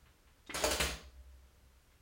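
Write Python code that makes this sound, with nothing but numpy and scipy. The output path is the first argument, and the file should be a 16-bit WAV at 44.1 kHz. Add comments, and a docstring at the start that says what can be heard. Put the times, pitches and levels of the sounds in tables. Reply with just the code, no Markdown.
"""Small tiled kitchen, toaster on the worktop. First fingers tick on the plastic lever knob; near 0.5 s the carriage
jerks free, scrapes down its guide, knocks twice and latches. Each blow is shaped noise with a sine ping, and sines
ring for the sheet-metal case and worktop. A low sine hum booms and lingers, and a late faint tick follows.
Decaying noise makes the tiled echo; rumble and microphone hiss run throughout."""
import sys
import numpy as np
from scipy import signal
from scipy.fft import rfft, irfft, next_fast_len
from scipy.io import wavfile
from scipy.ndimage import uniform_filter1d, map_coordinates

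SR = 44100
rng = np.random.default_rng(int(sys.argv[2]) if len(sys.argv) > 2 else 0)


def file_out(sig):
    """Save sig as 16-bit WAV at sys.argv[1]."""
    # one column per channel
    cols = np.atleast_2d(sig).T
    # limit, then scale
    lim = np.clip(cols, -1, 1)
    pcm = np.round(lim * 32767).astype(np.int16)
    wavfile.write(sys.argv[1], SR, pcm)


N = 88817
T = np.arange(N) / SR  # time, s


def amp(db):
    """dB to gain."""
    return 10 ** (np.asarray(db) / 20)


def unit(x):
    """Scaled to rms 1."""
    return x / np.sqrt(np.mean(x ** 2) + 1e-20)


def along(points, hz):
    """Read (Hz, value) points on a log frequency axis."""
    point_hz, value = np.transpose(points)
    return np.interp(np.log(hz + 1), np.log(point_hz + 1), value)


def filtered(x, response):
    """x with its spectrum multiplied by a response of frequency."""
    size = next_fast_len(len(x) + 8192)  # padded so that the end does not wrap round
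    spectrum = rfft(x, size) * response(np.fft.rfftfreq(size, 1 / SR))
    return irfft(spectrum, size)[:len(x)]


def struck(start_s, rise_s, t60_s):
    """Envelope of a blow: a straight rise from start_s, over a decay of 60 dB per t60_s."""
    t = np.maximum(T - start_s, 0)
    return np.minimum(t / rise_s, 1) * amp(-60 * t / t60_s)


def sine(hz, start_s=0, phase=0):
    """Sine whose phase is counted from start_s; phase in radians."""
    return np.sin(2 * np.pi * hz * (T - start_s) + phase)


# carriage blows: start_s, clatter_db, rise_s, clatter_t60_s, ring_db, thump_db, ping_hz, ping_db, ping_t60_s,
# then eight colour_db, one for each frequency of the next table
BLOWS = [(0.5413, -30.5, 0.0067, 0.051, -46, -53, 6520, -37.5, 0.073, -2.5, -7, -5.5, -0.17, -10.5, 0.51, 18, 4),
         (0.6367, -27, 0.003, 0.14, -40, -43.5, 6530, -48, 0.21, -15.5, 1.5, 5.5, 0.49, -2, 0.23, 3.8, 4.5),
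         (0.7078, -29.5, 0.0032, 0.15, -44.5, -50, 11000, -37.5, 0.046, -15, -4.5, -10, -4.4, -2, 0.17, 1.3, 5),
         (.7975, -26, 0.0085, 0.18, -42.5, -43.5, 8300, -39, 0.086, 5, -2, -4, -0.39, 0.5, -1, 1.9, 3.5)]
# where the colour of a blow is set: pitch_hz
COLOUR_HZ = [160, 300, 600, 1200, 2500, 6500, 10000, 14500]


def carriage():
    """Each blow clatters and pings, rings the case and thumps the worktop; a scrape runs alongside."""
    clatter = scrape()
    ring = np.zeros(N)
    for start_s, db, rise_s, t60_s, ring_db, thump_db, ping_hz, ping_db, ping_t60_s, *colour_db in BLOWS:
        colour = list(zip(COLOUR_HZ, colour_db))
        burst = grit(lambda hz: amp(along(STEEL, hz) + along(colour, hz)))
        clatter = clatter + amp(db) * struck(start_s, rise_s, t60_s) * burst
        clatter = clatter + amp(ping_db) * struck(start_s, rise_s, ping_t60_s) * sine(ping_hz)
        ring = ring + worktop_thump(start_s, thump_db)
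        ring = ring + case_ring(start_s, ring_db, colour)
    return clatter, ring


# carriage scraping on its guide: time_s, level_db
SCRAPE = [(.5, -67), (.535, -61.5), (.55, -38), (.585, -41), (.63, -41.5), (.69, -44.5), (.75, -41.5),
          (.79, -49), (.85, -41), (.9, -46), (.95, -57), (1.0, -92)]


def scrape():
    """Steel dragging on steel: continuous grit that follows a drawn level."""
    level_db = np.interp(T, *np.transpose(SCRAPE), left=-120, right=-120)
    return amp(level_db) * grit(lambda hz: amp(along(STEEL, hz)))


# spectrum of the steel in clatter and scrape: pitch_hz, level_db (per Hz, relative)
STEEL = [(70, -52), (120, -14.5), (300, -6), (600, -4), (880, -7), (2500, -6.5), (4000, -10), (4750, -8.5),
         (5700, -15), (6600, -9), (8000, -15.5), (10600, -18), (12000, -26), (13500, -29.5), (14600, -24),
         (15800, -23)]
GRAINS_PER_S, GRAIN_SPREAD_DB, SMOOTH_SHARE = 6000, 2, 0.8  # share: smooth noise against rms-1 contacts
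PATCH_DB = 3  # rms depth of the random patches


def grit(response):
    """Dense tiny metal contacts on smooth noise, in random short patches of louder and softer over pitch and time."""
    happens = rng.random(N) < GRAINS_PER_S / SR
    size = amp(GRAIN_SPREAD_DB * rng.standard_exponential(N))
    contacts = happens * size * rng.standard_normal(N)
    noise = unit(contacts) + SMOOTH_SHARE * rng.standard_normal(N)
    z = signal.stft(noise, nperseg=256)[2]
    # random patches of gain over frequency and time
    patches = uniform_filter1d(rng.standard_normal(z.shape), size=2, axis=0)
    patches = uniform_filter1d(patches, size=5, axis=1)
    patchy = signal.istft(z * amp(PATCH_DB * unit(patches)), nperseg=256)[1][:N]
    return unit(filtered(patchy, response))


# modes of the sheet-metal case: pitch_hz, level_db (relative), t60_s
CASE = [(161.1, -3, 0.48), (208.7, -7.5, 0.26), (301, 1, 0.29), (452, -0.5, 0.47), (594, -32, 2.8),
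        (601, 3, 0.51), (633, -2, 0.14), (963.6, 1.5, 0.13), (1022, 2, 0.21), (1127, -8, 0.36),
        (1519, -2, 0.33), (1655, -0.5, 0.195), (2400, 4, 0.13), (2650, 5.5, 0.13), (3080, -4, 0.24),
        (4755, -6, 0.54), (4600, -8.5, 0.37)]
WAVER_RAD, WAVER_PER_S, CASE_RISE_S = 0.35, 30, 0.003  # the loose case rings unsteadily


def case_ring(start_s, ring_db, colour):
    """A blow excites the case modes, each with a slightly random level, a random phase and a wavering phase."""
    ring = np.zeros(N)
    for hz, mode_db, t60_s in CASE:
        luck_db, phase = rng.standard_normal(2)
        waver = WAVER_RAD * map_coordinates(rng.standard_normal(128), [T * WAVER_PER_S], order=1)
        gain = amp(ring_db + mode_db + along(colour, hz) + luck_db)
        ring = ring + gain * struck(start_s, CASE_RISE_S, t60_s) * sine(hz, start_s, phase + waver)
    return ring


THUMP_HZ, THUMP_T60_S, THUMP_RISE_S = 80.9, 0.36, 0.005


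def worktop_thump(start_s, thump_db):
    """The worktop answers a blow with one low decaying sine."""
    return amp(thump_db) * struck(start_s, THUMP_RISE_S, THUMP_T60_S) * sine(THUMP_HZ, start_s)


# touches on the plastic knob: start_s, click_db, pitch_hz, t60_s, fizz_db, fizz_width_hz, thud_db
TOUCHES = [(0.056, -70, 2077, 0.19, -64.5, 1520, -95), (.272, -84, 1506, 0.22, -68, 1840, -95),
           (.464, -69, 3720, 0.06, -64, 1800, -90), (0.47, -54, 3730, 0.1, -60, 4500, -90),
           (0.4941, -66, 835, 0.2, -52, 1200, -39), (0.497, -39, 1984, 0.06, -47, 1700, -58),
           (0.502, -40.5, 2151, 0.072, -41.5, 1670, -58), (1.916, -76, 2065, 0.18, -73, 1200, -91)]
KNOB_RISE_S, THUD_RISE_S, THUD_HZ, THUD_T60_S = 0.0013, 0.00043, 313, 0.053


def knob():
    """Short plastic ticks: a pitched click, a band of fizz around it and a dull thud."""
    ticks = np.zeros(N)
    for start_s, click_db, hz, t60_s, fizz_db, width_hz, thud_db in TOUCHES:
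        fizz = unit(filtered(rng.standard_normal(N), lambda f: 1 / (1 + ((f - hz) / width_hz) ** 4)))
        tick = amp(click_db) * sine(hz) + amp(fizz_db) * fizz
        ticks = ticks + struck(start_s, KNOB_RISE_S, t60_s) * tick
        ticks = ticks + amp(thud_db) * struck(start_s, THUD_RISE_S, THUD_T60_S) * sine(THUD_HZ, start_s)
    return ticks


# low hum: time_s, level_db (rms), pitch_hz
HUM = [(0.52, -70, 71.8), (0.56, -51.5, 70), (0.58, -50, 69), (0.61, -65, 63.4), (0.63, -55, 60.4),
       (0.68, -41, 58.4), (0.708, -50.5, 62), (0.742, -41.5, 66.9), (0.762, -46, 63.9), (0.786, -77, 63.3),
       (0.816, -43.5, 63.3), (0.84, -34.5, 68), (0.886, -51.5, 65.6), (0.94, -42, 59.3), (1.006, -83, 61.2),
       (1.034, -56.5, 66.6), (1.084, -51, 63.6), (1.108, -62.5, 64.6), (1.208, -50.5, 64.6),
       (1.236, -65, 63.1), (1.274, -53.5, 65.2), (1.562, -67, 64.1), (1.802, -67, 65.8), (1.826, -79, 65.9),
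       (1.85, -79, 65), (1.966, -69, 63.7), (2.0, -92, 64.7)]


def hum():
    """A low boom: one sine of drifting pitch that throbs during the blows, then lingers and fades unevenly."""
    time_s, level_db, pitch_hz = np.transpose(HUM)
    level = np.sqrt(2) * amp(np.interp(T, time_s, level_db, left=-120))  # root 2 turns rms into peak
    phase = 2 * np.pi * np.cumsum(np.interp(T, time_s, pitch_hz)) / SR
    return level * np.sin(phase)


# decay of the tiled kitchen: pitch_hz, t60_s
ROOM = [(100, 0.58), (500, 0.47), (2500, 0.38), (4800, .45), (6000, .36), (11000, 0.29), (16000, 0.4)]
ROOM_DB, ROOM_GAP_S = -2, 0.004  # echo level; delay of the echo behind the direct sound
KNOB_WET, CASE_WET = 0.89, 0.27  # shares of the knob, and of the case and worktop, that feed the room


def kitchen(x):
    """Diffuse tail of decaying noise; each frequency dies at its own speed."""
    hz, t, z = signal.stft(rng.standard_normal(SR // 2), SR, nperseg=256)
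    decay = amp(-60 * t / along(ROOM, hz)[:, None])
    tail = signal.istft(z * decay, SR, nperseg=256)[1]
    delayed = np.pad(x, (round(ROOM_GAP_S * SR), 0))
    return signal.fftconvolve(delayed, tail / np.linalg.norm(tail))[:N]


# spectrum of rumble and hiss: pitch_hz, level_db (per Hz, relative)
FLOOR = [(12, -44), (20, -2), (55, -3.5), (107, -9), (141, -15.5), (308, -20), (419, -22.5), (469, -20.5),
         (655, -24.5), (1600, -25), (1840, -27), (6650, -33), (15800, -38)]
# level of the rumble over time: time_s, level_db (relative)
RUMBLE = [(0, 1), (.05, 6), (.11, 3), (.13, -4), (.45, -1.5), (2, -1.5)]
FLOOR_DB, RUMBLE_SWING_DB, RUMBLE_TOP_HZ = -66, -1.5, 150  # floor rms before the rumble moves


def floor():
    """Steady microphone hiss over a swaying room rumble, both from one shaped noise."""
    noise = unit(filtered(rng.standard_normal(N), lambda hz: amp(along(FLOOR, hz))))
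    rumble = filtered(noise, lambda hz: 1 / (1 + (hz / RUMBLE_TOP_HZ) ** 4))
    hiss = noise - rumble
    sway = map_coordinates(rng.standard_normal(24), [T * 8])  # 8 random points per second
    rumble_db = RUMBLE_SWING_DB * sway + np.interp(T, *np.transpose(RUMBLE))
    return amp(FLOOR_DB) * (hiss + rumble * amp(rumble_db))


def scene():
    """Toaster, its echo in the kitchen, hum and floor."""
    clatter, ring = carriage()
    ticks = knob()
    echo = amp(ROOM_DB) * kitchen(clatter + KNOB_WET * ticks + CASE_WET * ring)
    return (clatter + ring + ticks + echo + hum() + floor())[None]


TOP_HZ = 15830


def record(dry):
    """The microphone's recorder keeps nothing from its band limit upward."""
    return filtered(dry[0], lambda hz: hz < TOP_HZ)[None]


dry = scene()
out = record(dry)
file_out(out)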